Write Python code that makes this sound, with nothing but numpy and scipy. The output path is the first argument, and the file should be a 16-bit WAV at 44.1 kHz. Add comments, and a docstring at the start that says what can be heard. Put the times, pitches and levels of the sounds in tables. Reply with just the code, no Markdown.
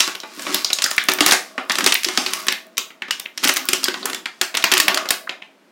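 """A stiff clear plastic shell is torn off its cardboard backing on a wooden floor, then turned over in the hands.
Its dents buckle with sharp snaps, glued paper fibres tear in between; a small room answers, loud snaps overload the microphone."""
import sys
import numpy as np
from scipy import signal
from scipy.fft import rfft, irfft
from scipy.io import wavfile

SR = 44100
rng = np.random.default_rng(int(sys.argv[2]) if len(sys.argv) > 2 else 0)


def store_pcm(level_fs):
    """Save levels as 16-bit WAV."""
    pcm = np.round(np.clip(level_fs, -1, 1) * 32767).astype(np.int16)
    wavfile.write(sys.argv[1], SR, np.atleast_2d(pcm).T)


N = 251811

# buckling snaps: (s, snap dB, panel pitch Hz, half width in octaves, shell boom dB, bright crack dB)
SNAPS = [(.0043, -6, 4050, 0.61, -26, -24), (.0762, -20, 3100, 0.97, -25, -35), (.1508, -29.5, 3070, 0.59, -34.5, -37.5), (.2012, -28, 4100, 0.46, -49, -43),
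         (.2335, -36.5, 2100, 1.2, -30.5, -58), (.3939, -28.5, 3030, 1.3, -34.5, -57), (.4207, -28, 3800, 1.4, -44.5, -55), (.4663, -23, 1760, 0.85, -24.5, -45),
         (.5443, -11.5, 4100, 0.34, -25.5, -16), (.6462, -13, 4700, 0.44, -30.5, -29), (.7025, -18.5, 2870, 0.92, -30, -53.5), (.7315, -12.5, 5600, 0.5, -55, -27),
         (.7866, -18.5, 3380, 0.68, -31, -43), (.821, -13, 3480, 1.13, -56.5, -30), (.8407, -10, 5100, 0.47, -24, -25), (.862, -18, 1680, 0.44, -38.5, -28),
         (.9128, -16.5, 2480, 2, -33, -41), (.9805, -8, 2420, 0.73, -31.5, -30), (1.0862, -7.5, 2630, 1, -18, -21), (1.1171, -15.5, 3420, 0.88, -35.5, -26.5),
         (1.1862, -18.5, 2220, 0.79, -30.5, -50), (1.2067, -5, 4000, 0.87, -14, -22), (1.2623, -7, 4070, 1.27, -15, -15),
         (1.2872, -19, 2780, 1.2, -19.5, -26), (1.3103, -8.5, 4500, 0.4, -32.5, -20), (1.321, -2, 2620, 1.38, -13.5, -21), (1.3323, -13, 2470, 2.9, -29.5, -32),
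         (1.5792, -18, 1950, 0.54, -22, -76.5), (1.697, -13, 2350, 1.06, -22.5, -43), (1.7069, -15.5, 1940, 0.48, -38.5, -46.5),
         (1.7188, -17, 4200, .8, -40.5, -28), (1.7549, -16.5, 3880, 0.93, -31, -42), (1.785, -13, 2560, 1.4, -23, -27.5), (1.8068, -16.5, 2010, 0.84, -32, -34), (1.8421, -14, 4200, 0.88, -25.5, -30),
         (1.8627, -5, 3300, 1.14, -20.5, -19), (1.8727, -10.5, 3740, 0.98, -25.5, -41), (1.9223, -10, 2900, 1.1, -28, -45), (1.9521, -13.5, 2730, 0.54, -66, -68),
         (2.0332, -20, 4430, 1.1, -58.5, -47), (2.0452, -14.5, 3400, 0.74, -35.5, -24), (2.0855, -17.5, 3570, 0.85, -24, -47),
         (2.1749, -8, 3480, 0.87, -22, -37), (2.2627, -15.5, 3030, 0.49, -30.5, -34), (2.3347, -15, 2950, 1.4, -55.5, -30), (2.468, -24.5, 2500, 0.79, -31.5, -28),
         (2.4836, -9.5, 3020, 0.9, -26, -35), (2.5223, -16.5, 2630, 0.59, -30.5, -25.5), (2.7704, -23.5, 3830, 0.74, -44, -55), (2.7796, -12.5, 3940, 0.86, -30, -20.5),
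         (2.9042, -37, 2340, 0.41, -46, -65), (3.0208, -20, 2040, 0.45, -35, -50), (3.0825, -34, 2280, 0.85, -35, -58), (3.1081, -13, 2920, 1.01, -57, -32.5),
         (3.1974, -25, 3650, 1, -43, -27.5), (3.2561, -32, 2330, 0.35, -40.5, -62), (3.3761, -21.5, 3280, 0.91, -43, -39.5), (3.4297, -27.5, 2220, 1.3, -33, -40.5),
         (3.4361, -16, 2750, 1.3, -27.5, -32), (3.4427, -11, 2680, 0.84, -39, -19), (3.4488, -12.5, 3100, 1.2, -22, -44.5), (3.4743, -12.5, 3070, 0.98, -24, -28),
         (3.4817, -22, 4460, 1.4, -46, -20), (3.4905, -12, 2750, 1.1, -43, -24), (3.495, -10, 2950, 1.3, -25.5, -34), (3.5618, -20, 3340, 1.2, -38.5, -37), (3.5683, -13.5, 3040, 1.1, -27, -20), (3.6872, -12, 3730, 1, -29.5, -18),
         (3.7319, -8, 3400, 1.16, -26.5, -19), (3.8313, -22.5, 3040, 1.3, -34, -47), (3.8411, -12, 5100, 0.59, -51, -23), (3.856, -24, 1900, 0.76, -47, -55), (3.8825, -15.5, 2240, 0.97, -31, -30),
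         (3.9413, -22.5, 2220, 0.91, -28, -47), (4.029, -27, 3800, 0.31, -35.5, -67), (4.0556, -17, 3270, 1.33, -22.5, -21.5), (4.0984, -25.5, 3650, 1.4, -31.5, -54),
         (4.1314, -21, 2380, 1.7, -31.5, -52), (4.1463, -22, 3730, 0.98, -38.5, -34), (4.2571, -21, 2380, 0.83, -32.5, -51), (4.4133, -8.5, 2780, 1.32, -25.5, -20),
         (4.5424, -24, 2140, 1.1, -25.5, -44), (4.55, -15.5, 2800, 0.64, -31, -29), (4.5709, -13.5, 3100, 1.08, -26, -28),
         (4.6243, -22.5, 3200, 0.38, -41.5, -37), (4.6402, -5.5, 2500, 1.07, -21.5, -17), (4.7167, -10, 2460, 1.16, -37, -25), (4.721, -11.5, 2980, 0.8, -18, -19.5),
         (4.7375, -8.5, 3200, 0.74, -25, -18), (4.7701, -11.5, 2640, 1.03, -24.5, -35.5), (4.7785, -12, 3620, 1.4, -40.5, -21), (4.8006, -6.5, 3340, 1.15, -46.5, -12),
         (4.8812, -5, 2480, 0.68, -17, -17), (4.9444, -14, 3560, 1.06, -30.5, -28), (4.9739, -12.5, 2160, 1.14, -38, -29),
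         (5.0553, -29, 2290, 1.4, -27.5, -59), (5.0883, -18.5, 4180, 0.51, -34, -28), (5.106, -8, 3400, 1.23, -22, -17), (5.2722, -30.5, 1470, 0.34, -59, -71),
         (5.2936, -21, 2730, 0.46, -29, -58), (5.4205, -31, 2530, 0.33, -43, -76)]
# tearing and flexing: (s, crackle dB, creak dB of the deep modes, of the middle modes, of the upper modes)
STRAIN = [(0.0, -17, -55.5, -37, -48.5), (0.219, -53.5, -64, -48, -62), (0.55, -25, -33, -49, -39), (.71, -46, -69, -47.5, -56), (.92, -36.5, -58.5, -52, -53.5), (1.21, -49.5, -37.5, -33, -43.5),
          (1.28, -18, -47.5, -45, -37), (1.42, -41.5, -53.5, -46, -56.5), (1.64, -59, -59, -38, -50.5), (1.84, -33, -31.5, -44, -41), (2.0, -39, -57.5, -67, -54), (2.19, -30.5, -41.5, -44, -43), (2.4, -34, -48, -41, -42),
          (2.7, -64, -59.5, -48, -68), (3.3, -74.5, -81, -61.5, -70), (3.45, -31.5, -35.5, -57, -64), (3.62, -41.5, -51.5, -62, -45), (4.011, -40, -41.5, -57, -50), (4.2, -61, -45.5, -73, -67.5), (4.4, -54, -87, -60, -74.5),
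          (4.63, -51, -44, -27, -43), (4.76, -32, -36.5, -42, -38.5), (4.96, -44.5, -37, -24, -37.5), (5.15, -53, -62.5, -46.5, -45), (5.31, -78, -68.5, -36.5, -81.5), (5.71, -75, -64, -72, -73)]
RASP_DB = -6   # low rasp beside the deep creak
# bright fizz of the glue line peeling off the card: (s, dB)
PEEL = [(0., -46), (.3, -59), (.52, -43.5), (.75, -48), (1.3, -45.5), (1.55, -72), (1.75, -46), (2.14, -62.5), (2.28, -42.5), (2.48, -44), (2.62, -84)]
# held free in the air, the shell hums on in its second mode: (s, dB)
HOLLOW = [(3.4, -87), (3.5, -44), (4.17, -44.5), (4.32, -80)]
SHELL = [(205, -7, 0.075), (268.4, -8, 0.15), (320, -5.5, 0.12), (372, -4.5, 0.15), (643, -8.5, 0.11), (1128, -1, 0.056), (1226, -1.5, 0.069), (1446, -3.5, 0.11)]   # whole-shell modes: (Hz, dB, t60 s)
FIBRES = [(400, -33.5), (900, 12.5), (2000, 16), (5500, 15), (8000, 8.5), (16000, -6.5)]   # crackle colour: (Hz, dB per Hz)
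HUSH, HUSH_DB = [(35, -46.5), (85, -15), (193, 4.5), (780, -5.5), (2410, -11), (16000, -33)], -55   # room tone: (Hz, dB per Hz)
ROOM_T60 = [(200, 0.33), (3000, 0.27), (7000, 0.26), (15000, 0.33)]   # (Hz, s)
ECHOES = [(.0038, -25)]   # off the floor: (delay s, dB)
CUTOFF_HZ = 16500   # fixed
SNAP_T60_S, CRACK_T60_S, THUD_T60_S = 0.011, 0.0097, 0.038
# thin creases ticking, all crack and no body: (s, dB)
TICKS = [(.9086, -25), (0.966, -28), (1.0394, -25), (1.0976, -21), (1.137, -16.5), (1.7966, -29),
         (1.943, -13.5), (2.417, -43), (2.668, -48), (3.5396, -21), (3.578, -26), (3.6546, -25)]
# the panel rings on at its pitch, less so the wider the snap
PANEL_DB, PANEL_LOSS_DB_PER_OCTAVE, PANEL_T60_S = 5, 5.5, 0.0068
# dull knocks of the card and the flexing shell: (s, peak dB, pitch Hz)
KNOCKS = [(0.375, -28.5, 293), (0.491, -23, 287), (1.087, -20.5, 314), (1.209, -9, 300), (1.582, -23.5, 264), (1.696, -25.5, 254),
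          (1.863, -13, 394), (2.063, -19.5, 350), (2.18, -16.5, 257), (3.452, -16, 280), (3.688, -20.5, 360),
          (3.73, -18.5, 370), (3.883, -16, 372), (4.049, -20, 377), (4.412, -20.5, 365)]
KNOCK_T60_S, KNOCK_RISE_S = 0.063, 0.00063
# a dent flips in a sharp spike, flips once more a moment later, and leaves a weaker rattle
FLIP_T60_S, REFLIP_S, REFLIP_DB, RATTLE_DB = 0.0022, (0.002, 0.0042), -1, -3.5
AFTERSHOCKS = 8   # fixed
AFTER_DB, AFTER_T60_S = -6.5, 0.059   # smaller creases follow each flip, ever weaker
# small flat panels that ring on clearly after a snap: (s, peak dB, pitch Hz, t60 s)
PINGS = [(0.6465, -3, 5000, 0.014), (0.7307, -3, 3920, 0.015), (.9805, -10.5, 2250, 0.035), (3.1089, -9, 2920, 0.026), (3.842, -15.5, 3310, .05), (3.8825, -9, 1540, 0.027), (4.148, -25, 3480, .09), (4.8001, -7.5, 1830, 0.037)]
SLOWER_PER_DB = 0.38   # weak buckles give way gradually: rise time grows by this many dB for each dB under the strongest
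MODE_SCATTER_DB = 4   # fixed


def amp(db):
    return 10 ** (np.asarray(db) / 20)


def rms_one(x):
    return x / np.sqrt(np.mean(x ** 2) + 1e-20)


def at_hz(points, hz):
    """A spectrum read on a log-frequency axis."""
    return np.interp(np.log(hz + 1), np.log(np.array(points)[:, 0]), np.array(points)[:, 1])


def curve(rows):
    """Gain over time from (s, dB) points."""
    return amp(np.interp(np.arange(N) / SR, *np.transpose(rows)))


def coloured(x, points):
    """A signal given a spectrum; rms 1."""
    return rms_one(irfft(rfft(x) * amp(at_hz(points, np.fft.rfftfreq(len(x), 1 / SR))), len(x)))


def ring(x, hz, t60):
    """A unit click sets a sine of height 1 ringing."""
    r, w = amp(-60 / (t60 * SR)), 2 * np.pi * hz / SR
    return signal.lfilter([0, np.sin(w)], [1, -2 * r * np.cos(w), r * r], x + 1e-18)


def snaps(near_db=(0., 1.5), spread_db=(-5., -8.), lumps=0.46, boom_db=-7.5, thud_db=0.0, rise_s=0.00019, count=4):
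    """Each buckle is a dry burst around its panel's pitch with a bright crack, and a push on the whole shell.
    Returns what is heard straight, what spreads into the room from each of a few spots on the sheet, and the boom."""
    size = 2048
    near, spread, push = np.zeros(N + size), np.zeros((count, N + size)), np.zeros((len(SHELL), N))
    t = np.arange(size) / SR
    for k, (s, snap_db, hz, octaves, boom, crack_db) in enumerate(SNAPS):
        rise = 1 - np.exp(-(t + 1 / SR) / (rise_s * amp(-SLOWER_PER_DB * snap_db)))   # a dent takes a moment to flip
        noise, shares, at = rng.standard_normal((3, size)) * rise, rng.normal(0, MODE_SCATTER_DB, len(SHELL)), round(s * SR)
        wide = 2 ** np.clip(octaves, .15, 1.6)   # fixed
        # summed over all directions a burst is partly smoothed to the colour of a plain click
        snap = amp(snap_db) * band([noise[0] * flips(t, SNAP_T60_S), t == 0], hz / wide, hz * wide)
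        snap = snap + amp(snap_db + PANEL_DB - PANEL_LOSS_DB_PER_OCTAVE * octaves) * ring(1. * (t == 0), hz, PANEL_T60_S)
        crack = amp(crack_db) * band([noise[1] * flips(t, CRACK_T60_S), t == 0], 7300, 15500)
        thud = amp(boom + thud_db) * band(noise[2] * amp(-60 * t / THUD_T60_S), 444, 2200)   # the dent's first dull give
        near[at:at + size] += amp(near_db[0]) * snap[0] + amp(near_db[1]) * crack[0] + thud
        spread[k % count, at:at + size] += amp(spread_db) @ [snap[1] + lumps * snap[0], crack[1] + lumps * crack[0]] + thud
        push[:, at] += amp(boom + boom_db + shares) * np.sign(noise[0, 0])
    boom = sum(amp(db) * ring(p, hz, t60) for p, (hz, db, t60) in zip(push, SHELL))
    return near[:N], spread[:, :N], boom


def grains(per_s, size_db):
    """Random clicks of very uneven size."""
    sizes = amp(size_db * np.minimum(rng.exponential(1, N), 5)) * rng.choice([-1, 1], N)
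    return sizes * (rng.random(N) < per_s / SR)


def tearing():
    """Fibres part and small creases tick in dense grains; the bent shell creaks in its modes, the card rasps low."""
    s, *columns = np.transpose(STRAIN)
    crackle, deep, middle, upper = (amp(np.interp(np.arange(N) / SR, s, c)) for c in columns)
    creak = sum(amp(db) * (deep if hz < 500 else middle if hz < 900 else upper) * rms_one(ring(grains(per_s=200., size_db=3.5), hz, t60))   # fixed
                for hz, db, t60 in SHELL)
    rasp = deep * amp(RASP_DB) * rms_one(band(grains(per_s=520.0, size_db=4.0), 190, 700))
    fizz = curve(PEEL) * rms_one(band(grains(per_s=1800., size_db=6.5), 8000, 16000))
    hollow = curve(HOLLOW) * rms_one(ring(grains(per_s=380.0, size_db=-1.0), SHELL[1][0], t60=0.55))
    return crackle * coloured(grains(per_s=3400.0, size_db=2.5), FIBRES) + fizz + creak + rasp + hollow


def room(x, build_s=0.0033):
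    """The diffuse tail from one spot, dying band by band."""
    t = np.arange(SR // 2) / SR
    edges = 100 * 2 ** np.arange(0, 7.6, .5)   # fixed
    noise = rng.standard_normal((2, len(t)))
    tail = sum(signal.sosfilt(signal.butter(2, [lo, hi], "band", fs=SR, output="sos"), noise[k % 2])
               * amp(-60 * t / at_hz(ROOM_T60, np.sqrt(lo * hi))) for k, (lo, hi) in enumerate(zip(edges, edges[1:])))
    tail = tail * (1 - np.exp(-(t / build_s) ** 2))   # reflections thicken after the first few milliseconds
    return signal.fftconvolve(x, tail / np.sqrt(np.sum(tail ** 2)))[:N]


def echoes(x):
    """Direct sound with its echo off the floor."""
    out = x.copy()
    for delay, db in ECHOES:
        lag = round(delay * SR)
        out[lag:] += amp(db) * x[:-lag]
    return out


def band(x, lo, hi):
    """A band of a burst, at level 1 over its first 4 ms."""
    y = signal.sosfilt(signal.butter(2, [lo, hi], "band", fs=SR, output="sos"), x)
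    return y / np.sqrt(np.mean(y[..., :SR // 250] ** 2, axis=-1, keepdims=True))


def ticks(t60=0.0024, low_hz=6000):
    """Very short bright clicks."""
    out, t = np.zeros(N), np.arange(512) / SR
    for s, db in TICKS:
        at = round(s * SR)
        out[at:at + len(t)] += amp(db) * band(rng.standard_normal(len(t)) * amp(-60 * t / t60), low_hz, 18000)
    return out


def knocks():
    """Soft pushes, each ringing briefly at its own low pitch."""
    out, t = np.zeros(N + SR), np.arange(SR // 5) / SR
    for s, db, hz in KNOCKS:
        at = round(s * SR)
        out[at:at + len(t)] += amp(db - 60 * t / KNOCK_T60_S) * (1 - np.exp(-t / KNOCK_RISE_S)) * np.sin(2 * np.pi * (hz * t + rng.random()))
    return out[:N]


def flips(t, t60):
    """Envelope of one buckle: spike, second spike, rattle, then neighbouring creases letting go."""
    late = t - rng.uniform(*REFLIP_S)
    after = t - rng.uniform(0, t[-1], (AFTERSHOCKS, 1))
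    sizes_db = AFTER_DB - 60 * (t - after) / AFTER_T60_S + rng.normal(0, 3.1, (AFTERSHOCKS, 1))
    creases = np.sum((after > 0) * amp(sizes_db - 60 * np.abs(after) / FLIP_T60_S), axis=0)
    return creases + amp(-60 * t / FLIP_T60_S) + (late > 0) * amp(REFLIP_DB - 60 * np.abs(late) / FLIP_T60_S) + amp(RATTLE_DB - 60 * t / t60)


def pings():
    """Single clear panel modes, struck once."""
    out = np.zeros(N)
    for s, db, hz, t60 in PINGS:
        out += amp(db) * ring(1. * (np.arange(N) == round(s * SR)), hz, t60)
    return out


def scene():
    """Every spot on the sheet has its own path through the room."""
    near, spread, boom = snaps()
    sheet = boom + tearing() + ticks() + knocks() + pings()
    hush = amp(HUSH_DB) * coloured(rng.standard_normal(N), HUSH)
    return (echoes(near + sheet) + sum(room(spot) for spot in spread) + amp(-9.5) * room(sheet) + hush)[None]


def record(dry):
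    """The microphone drops the bass, the loudest snaps clip, the top is cut."""
    x = signal.sosfilt(signal.butter(6, 184, "high", fs=SR, output="sos"), dry)
    x = np.clip(x, -1, 1)
    return signal.sosfilt(signal.cheby2(20, 70, CUTOFF_HZ, fs=SR, output="sos"), x)


dry = scene()
out = record(dry)
store_pcm(out)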